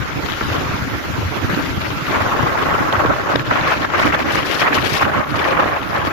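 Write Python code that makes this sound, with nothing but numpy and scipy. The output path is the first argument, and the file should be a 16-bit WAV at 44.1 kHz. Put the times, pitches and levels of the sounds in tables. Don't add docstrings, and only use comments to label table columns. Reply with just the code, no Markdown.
import sys
import numpy as np
from scipy import signal
from scipy.fft import rfft, irfft, next_fast_len
from scipy.io import wavfile
from scipy.ndimage import uniform_filter1d, map_coordinates

SR = 44100
rng = np.random.default_rng(int(sys.argv[2]) if len(sys.argv) > 2 else 0)


def file_out(sig):
    cols = np.atleast_2d(sig).T
    lim = np.clip(cols, -1, 1)
    pcm = np.round(lim * 32767).astype(np.int16)
    wavfile.write(sys.argv[1], SR, pcm)


N = 269892


# centre in Hz, width in Hz, lift in dB.
HOLLOWS_HZ_HZ_DB = [(350, 93, 5.5), (578, 210, 6), (830, 49, 2.5), (1094, 95, 5.5), (1240, 46, 1.5)]


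def hollow_db(hz):
    return sum(
        db / (1 + (2 * (hz - centre_hz) / width_hz) ** 2)
        for centre_hz, width_hz, db in HOLLOWS_HZ_HZ_DB
    )


# start in seconds, length in seconds, level in dB before trim.
GUSTS_S_S_DB = [(0.5, 0.27, -26), (2.15, 0.059, -17), (2.26, 0.31, -17), (2.55, 0.16, -16.5),
                (2.725, 0.04, -14), (2.79, 0.1, -17), (2.925, 0.12, -14), (3.09, 0.032, -14),
                (3.16, 0.055, -19), (3.295, 0.032, -14.5), (3.52, 0.078, -16.5), (3.65, 0.075, -16),
                (3.835, 0.01, -20.5), (3.95, 0.021, -15), (3.998, 0.09, -15.5), (4.135, 0.017, -14),
                (4.18, 0.028, -18.5), (4.28, 0.021, -18), (4.345, 0.063, -19), (4.62, 0.053, -16.5),
                (4.725, 0.053, -16.5), (4.985, 0.084, -17.5), (5.08, 0.089, -16.5), (5.175, 0.034, -14.5),
                (5.355, 0.076, -17), (5.465, 0.075, -14.5), (5.585, 0.033, -12), (5.655, 0.022, -14.5),
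                (5.73, 0.032, -16.5), (5.955, 0.028, -15), (6.01, 0.19, -20.5)]
# time in seconds, level in dB relative to the body roar.
RASP_S_DB = [(3.1, -25), (3.5, -6.5), (4.7, -2), (5.2, -9.5)]
# frequency in Hz, relative density in dB.
ROAR_HZ_DB = [(40, -13), (150, -2.5), (280, -3.5), (450, -0.5), (900, 3.5), (1300, 6), (2000, -4),
              (3000, -16.5), (4500, -33), (7000, -30), (9000, -44.5)]
# frequency in Hz, relative density in dB.
RASP_HZ_DB = [(500, -29), (1100, -9), (1600, 11.5), (2200, 7), (3200, -3), (5000, -17.5), (7000, -28),
              (8400, -60), (12000, -30), (15000, -42)]
GUST_ATTACK_S, GUST_RELEASE_S = 0.041, 0.038
WAKE_START_S, WAKE_DB = 2.3, -25.5


def roar():
    wake = amp(WAKE_DB) * (np.arange(N) / SR > WAKE_START_S)
    force = np.maximum(spells(GUSTS_S_S_DB, GUST_ATTACK_S, GUST_RELEASE_S), wake)

    flutter = capped(eddies(rate_hz=90, depth_db=5.0, shared=0.26), top_db=-1.5)
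    flutter = flutter * eddies(rate_hz=300, depth_db=3.0, shared=0.19)
    body = coloured(churned(depth_db=4.5, width_hz=289, life_s=0.014) * flutter, ROAR_HZ_DB)
    body = steadied(filtered(body, lambda hz: amp(hollow_db(hz))))

    rasp = churned(depth_db=6.5, width_hz=429, life_s=0.011)
    rasp = rasp * capped(eddies(rate_hz=110, depth_db=6.0, shared=0.71), top_db=13)
    rasp = steadied(coloured(rasp, RASP_HZ_DB))

    trim = amp(-1.5)
    return trim * force * (body + amp(curves(RASP_S_DB)) * rasp)


# start in seconds, length in seconds, flow level in dB.
TEARS_S_S_DB = [(0.26, 0.075, -25), (0.37, 0.06, -29), (0.53, 0.06, -28.5), (1.53, 0.14, -29),
                (1.81, 0.11, -27), (2.05, 0.085, -27), (2.38, 0.12, -29), (2.58, 0.23, -29.5),
                (3.295, 0.04, -27), (3.54, 0.11, -29), (3.675, 0.065, -23), (3.76, 0.1, -25.5),
                (3.98, 0.11, -21), (4.135, 0.02, -23.5), (4.193, 0.016, -24), (4.322, 0.042, -19),
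                (4.38, 0.03, -19.5), (4.453, 0.14, -20.5), (4.595, 0.028, -18), (4.65, 0.09, -32),
                (4.745, 0.022, -17), (4.78, 0.04, -22), (4.845, 0.135, -17.5), (4.99, 0.035, -19.5),
                (5.295, 0.019, -24), (5.355, 0.17, -23.5), (5.6, 0.42, -30.5), (6.05, 0.025, -23.5)]
# frequency in Hz, relative density in dB.
TEAR_HZ_DB = [(100, -5), (400, 10), (1000, 8.5), (2000, 8.5), (3000, 6), (4500, -4), (6500, -17),
              (8400, -59), (12000, -26), (15000, -38)]
# frequency in Hz, relative density in dB.
FIZZ_HZ_DB = [(1500, -37), (3000, 4.5), (5000, 3), (6800, -5.5), (8400, -14), (10000, -13), (12200, -9.5),
              (15000, -18)]
# frequency in Hz, relative density in dB.
SPRAY_HZ_DB = [(8500, -40), (10500, 3), (12500, 2), (15000, -6)]
SPRAY_DB = -28
TEAR_ATTACK_S, TEAR_RELEASE_S = 0.013, 0.026


def tear():
    flow = spells(TEARS_S_S_DB, TEAR_ATTACK_S, TEAR_RELEASE_S)
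    flow = flow * eddies(rate_hz=80, depth_db=1.5, shared=0.18)
    strength = np.minimum(flow * amp(13.5), 1)

    sputter = capped(eddies(rate_hz=62, depth_db=7.5, shared=0), top_db=14)
    sputter = steadied(sputter * eddies(rate_hz=610, depth_db=9.5, shared=0))
    sputter = sputter ** np.clip(1 - 1.12 * strength, 0, 1)
    hiss = coloured(churned(depth_db=4.0, width_hz=453, life_s=0.018) * sputter, TEAR_HZ_DB)

    fizz = churned(depth_db=3.0, width_hz=570, life_s=0.008)
    fizz = coloured(fizz * eddies(rate_hz=450, depth_db=2.0, shared=0), FIZZ_HZ_DB)
    spray = amp(SPRAY_DB) * coloured(white(), SPRAY_HZ_DB)

    port_gain = amp([[1.3], [-18]])
    return flow * ((hiss + strength * fizz * amp(-3.4)) * port_gain + spray)


# time in seconds, level in dB, Gaussian spread in seconds,
# sharp edge in dB relative to the body.
SLAPS_S_DB_S_DB = [(0.266, -28, 0.004, 3), (0.412, -14.5, 0.0028, -20), (2.152, -15, 0.01, -22),
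                   (2.216, -18.5, 0.01, -16), (3.067, -17.5, 0.0082, -14), (3.358, -14, 0.0027, -1),
                   (3.513, -11, 0.0043, -26), (3.723, -13, 0.008, -6), (3.849, -12, 0.0035, -17),
                   (3.903, -15.5, 0.0015, -18), (3.939, -17, 0.0026, -15), (3.9995, -11, 0.0031, -5),
                   (4.672, -14, 0.015, -23), (5.028, -10, 0.0069, -25), (5.601, -13, 0.0093, -13)]
# frequency in Hz, relative density in dB.
SLAP_HZ_DB = [(60, -27), (250, -6.5), (600, 3), (1000, 8.5), (1450, 9), (2000, 0.5), (3000, -11.5),
              (4500, -25), (7000, -54), (9000, -48)]


def slaps():
    t = np.arange(N) / SR
    body = coloured(white(), SLAP_HZ_DB)
    edge = coloured(white(), TEAR_HZ_DB) * amp([[0], [-12]])
    out = np.zeros((2, N))
    for s, db, spread_s, sharp_db in SLAPS_S_DB_S_DB:
        blow = np.exp(-0.5 * ((t - s) / spread_s) ** 2)
        out += amp(db) * blow * (body + amp(sharp_db) * edge)
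    return out


# time in seconds, level in dB.
SNAPS_S_DB = [(0.261, -12), (0.321, -15), (1.364, -19), (1.8175, -16.5), (2.115, -14), (2.9267, -10.5),
              (3.061, -13), (3.3592, -2.5), (3.3955, -12.5), (4.1935, -15), (5.195, -18)]
# frequency in Hz, relative density in dB.
SNAP_HZ_DB = [(300, 2), (1500, 8.5), (4000, 8), (5500, -7), (7000, -19), (8500, -27), (11000, -18),
              (15000, -26)]
SNAP_DECAY_S = 0.0012


def snaps():
    t = np.arange(N) / SR
    gain = sum(amp(db) * (t >= s) * np.exp(-np.abs(t - s) / SNAP_DECAY_S) for s, db in SNAPS_S_DB)
    level = np.sqrt(np.mean(gain ** 2))
    return level * coloured(gain * white(), SNAP_HZ_DB) * amp([[0], [-18]])


# time in seconds, level in dB, pitch in Hz.
KNOCKS_S_DB_HZ = [(0.414, -16, 300), (3.052, -6.5, 422), (3.358, -4, 515)]
KNOCK_SPREAD_CYCLES = 0.5


def knocks():
    return sum(swing(s, db, hz, KNOCK_SPREAD_CYCLES, np.pi) for s, db, hz in KNOCKS_S_DB_HZ)


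# time in seconds, level in dB, pitch in Hz, Gaussian spread in cycles.
THUMPS_S_DB_HZ_CYCLES = [(0.519, -16.5, 100, 0.82), (0.579, -24, 94, 1), (0.699, -16.5, 115, 0.54),
                         (0.746, -10.5, 150, 0.28), (0.878, -20, 274, 1.3), (0.881, -17, 130, 0.24),
                         (1.145, -19, 95, 0.7), (1.23, -16.5, 102, 0.71), (1.262, -14, 86, 0.67),
                         (1.39, -21, 115, 0.66), (1.447, -13, 277, 0.66), (1.45, -12, 115, 0.38),
                         (1.538, -15, 178, 0.9), (1.574, -17, 257, 1.2), (1.693, -18.5, 275, 2.2),
                         (1.71, -20, 79.4, 0.46), (1.742, -26, 125, 0.59), (1.779, -13, 135, 0.34),
                         (1.885, -18, 106, 0.69), (1.92, -19, 119, 0.8), (1.97, -20, 146, 0.51),
                         (2.026, -19, 145, 0.8), (2.11, -20.5, 115, 0.58), (2.216, -19, 115, 0.8),
                         (2.439, -14, 127, 0.59), (2.983, -15.5, 99, 0.53), (3.411, -17.5, 133, 1.2),
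                         (3.619, -15, 136, 0.34), (4.812, -17, 108, 0.43), (5.994, -21, 108, 0.65)]


def thumps():
    count = len(THUMPS_S_DB_HZ_CYCLES)
    common_phase = rng.uniform(0, 2 * np.pi, (count, 1, 1))
    phases = common_phase + rng.normal(0, 1.0, (count, 2, 1))
    return sum(swing(*row, phase) for row, phase in zip(THUMPS_S_DB_HZ_CYCLES, phases))


# time in seconds,
# left port in dB, right port in dB, both before trim.
BUFFET_S_DB_DB = [(0.05, -27, -28), (0.33, -38, -23.5), (0.45, -21, -25.5), (0.72, -24, -25),
                  (1.0, -31, -27), (1.2, -20, -32), (1.31, -41, -29), (1.41, -26, -27), (1.68, -27, -27),
                  (1.9, -30.5, -26), (2.08, -30, -27.5), (2.25, -19, -46), (2.62, -26.5, -50),
                  (2.8, -20.5, -22), (2.93, -32, -42), (3.08, -25, -19), (3.22, -27, -37),
                  (3.4, -27.5, -26), (3.7, -29, -26.5), (4.25, -30, -27), (4.7, -37, -28.5),
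                  (5.3, -32.5, -24), (5.58, -29, -24), (5.82, -55, -30), (6.05, -28, -22.5)]
# frequency in Hz, relative density in dB.
BUFFET_HZ_DB = [(20, -20), (40, -12), (65, -3.5), (95, -1), (140, -1.5), (200, -8), (290, -17), (420, -51),
                (900, -79)]
# time in seconds, level in dB relative to the puffs.
FLAP_S_DB = [(0.1, -10.5), (1.1, -11), (1.55, -3), (2.3, -9), (3.3, -2), (4.6, 1), (5.4, -3), (6.0, -2.5)]
# frequency in Hz, relative density in dB.
FLAP_HZ_DB = [(120, -36), (210, -12.5), (300, -6), (420, -25.5), (900, -34), (3000, -80)]


def buffet():
    lumps = eddies(rate_hz=65, depth_db=5.0, shared=0.16) * eddies(rate_hz=28, depth_db=4.5, shared=0.55)
    puffs = coloured(white() * capped(lumps, top_db=4), BUFFET_HZ_DB)
    flap_gain = capped(lumps * eddies(rate_hz=90, depth_db=2.0, shared=0.25), top_db=13)
    flaps = coloured(white() * flap_gain, FLAP_HZ_DB)
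    trim_db = -0.56
    return amp(curves(BUFFET_S_DB_DB) + trim_db) * (puffs + amp(curves(FLAP_S_DB)) * flaps)


# time in seconds, base level in dB.
AIR_S_DB = [(0.15, -27), (0.3, -25), (0.55, -24), (0.8, -25.5), (1.05, -25.5), (1.28, -25.5), (1.55, -23.5),
            (2.0, -26), (2.12, -23), (2.45, -25.5), (3.2, -28.5), (3.6, -25.5), (4.6, -27), (5.0, -28),
            (5.24, -33.5), (6.11, -31.5)]
# frequency in Hz, relative density in dB.
AIR_HZ_DB = [(60, -19), (200, -2), (300, 5), (430, -1.5), (750, -5), (1400, -1), (2000, -4.5),
             (3000, -10.5), (4800, -17.5), (7300, -25), (8200, -42), (10000, -27.5), (12500, -23),
             (15000, -26)]
# time in seconds, lift in dB.
SHEEN_S_DB = [(2.2, -4), (3.0, -2.5), (3.7, -7.5), (5.3, 0.5), (5.9, -0.5)]


def road():
    rush = coloured(churned(depth_db=4.0, width_hz=252.6, life_s=0.025), AIR_HZ_DB)
    low = filtered(rush, lambda hz: 1 / (1 + (hz / 2400) ** 4))
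    top = filtered(rush, lambda hz: hz > 8400)
    hiss = rush - low + (amp(curves(SHEEN_S_DB)) - 1) * top
    low_flutter = capped(eddies(rate_hz=70, depth_db=4.5, shared=0.035), top_db=2.5)
    hiss_flutter = eddies(rate_hz=70, depth_db=1.5, shared=0.4)
    return (low * low_flutter + hiss * hiss_flutter) * amp(curves(AIR_S_DB) + 1.5)


def crackle():
    size = amp(3.8 * np.minimum(rng.exponential(size=(2, N)), 2.5))
    pops = (rng.random((2, N)) < 90 / SR) * size
    # frequency in Hz, relative density in dB.
    colour_hz_db = [(300, 7.0), (1500, 11.5), (3500, -22.5), (6000, -0.5), (8400, -52), (15000, -26)]
    return amp(curves(AIR_S_DB) - 9.0) * coloured(pops, colour_hz_db) * amp([[0], [-4]])


# time in seconds, Gaussian spread in seconds,
# left port in dB, right port in dB.
LULLS_S_S_DB_DB = [(3.38, 0.0063, -1, -2), (3.437, 0.008, -6, -5), (3.795, 0.008, -1.5, -2),
                   (3.882, 0.019, -4, -4), (3.925, 0.007, 2, -4), (4.114, 0.008, -3, -4),
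                   (4.169, 0.0067, -6, -6), (4.244, 0.013, -1, -5), (4.442, 0.005, -1, -3),
                   (4.835, 0.008, 2.5, 0.5)]


def lulls():
    t = np.arange(N) / SR
    shift_db = np.zeros((2, N))
    for s, spread_s, left_db, right_db in LULLS_S_S_DB_DB:
        shift_db += np.outer([left_db, right_db], np.exp(-0.5 * ((t - s) / spread_s) ** 2))
    return amp(shift_db)


# centre in Hz, width in Hz, level in dB.
HUMS_HZ_HZ_DB = [(87.7, 12, -41), (1368, 42, -39), (6110, 62, -62)]


def hums():
    out = np.zeros((2, N))
    for centre_hz, width_hz, db in HUMS_HZ_HZ_DB:
        line = filtered(white(), lambda hz: 1 / (1 + (2 * (hz - centre_hz) / width_hz) ** 2))
        out += amp(db) * unit(line)
    return out


def spells(rows, attack_s, release_s):
    t, gain = np.arange(N) / SR, np.zeros(N)
    for start_s, length_s, db in rows:
        before = np.maximum(start_s - t, 0) / attack_s
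        after = np.maximum(t - start_s - length_s, 0) / release_s
        gain = np.maximum(gain, amp(db) * np.exp(-before - after))
    return gain


def swing(s, db, hz, spread_cycles, phase):
    cycles = (np.arange(N) / SR - s) * hz
    near, out = np.abs(cycles) < 10, np.zeros((2, N))
    envelope = np.exp(-0.5 * (cycles[near] / spread_cycles) ** 2)
    out[:, near] = amp(db) * envelope * np.sin(2 * np.pi * cycles[near] + phase)
    return out


def churned(depth_db, width_hz, life_s):
    hz, t, z = signal.stft(white(), SR, nperseg=256)
    knots = rng.standard_normal((2, 128, 2048))
    at = np.meshgrid(hz / width_hz, t / life_s, indexing="ij")
    field = unit(np.array([map_coordinates(k, at, order=1, mode="mirror") for k in knots]))
    gain = amp(depth_db * 2 * np.tanh(field / 2))
    return unit(signal.istft(z * gain, nperseg=256)[1][:, :N])


def eddies(rate_hz, depth_db, shared):
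    shared = np.clip(shared, 0, 1)
    swirl = np.sqrt(shared) * wobble(rate_hz) + np.sqrt(1 - shared) * wobble(rate_hz, channels=2)
    return unit(amp(depth_db * np.tanh(swirl / 2) * 2))


def capped(gain, top_db):
    ratio = unit(gain) / amp(top_db)
    return unit(ratio / (1 + ratio ** 4) ** (1 / 4))


STEADY_S = 0.06


def steadied(x):
    power = uniform_filter1d(x ** 2, int(STEADY_S * SR))
    power = uniform_filter1d(power, int(STEADY_S * SR / 2))
    return x / np.sqrt(np.abs(power) + 1e-9)


def wobble(rate_hz, channels=1):
    at = np.arange(0, N + 16, 16)
    knots = rng.standard_normal((channels, int(N * rate_hz / SR) + 4))
    smooth = [map_coordinates(k, [at * rate_hz / SR], mode="mirror") for k in knots]
    return np.array([np.interp(np.arange(N), at, curve) for curve in smooth])


def white():
    return rng.standard_normal((2, N))


def coloured(x, points):
    f, db = np.transpose(points)
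    return unit(filtered(x, lambda hz: amp(np.interp(np.log(hz + 1), np.log(f), db))))


def filtered(x, response):
    size = next_fast_len(N + 8192)
    spectrum = rfft(x, size) * response(np.fft.rfftfreq(size, 1 / SR))
    return irfft(spectrum, size)[..., :N]


def curves(rows):
    s, *cols = np.transpose(rows)
    return np.array([np.interp(np.arange(N) / SR, s, c) for c in cols])


def amp(db):
    return 10 ** (np.asarray(db) / 20)


def unit(x):
    return x / np.sqrt(np.mean(x ** 2) + 1e-20)


def scene():
    rush = lulls() * (roar() + tear() + road() + crackle())
    return rush + slaps() + snaps() + knocks() + thumps() + buffet() + hums()


TOP_HZ = 15500


def record(dry):
    rounded = dry / (1 + np.abs(dry) ** 6) ** (1 / 6)
    return filtered(rounded, lambda hz: hz < TOP_HZ)


dry = scene()
out = record(dry)
file_out(out)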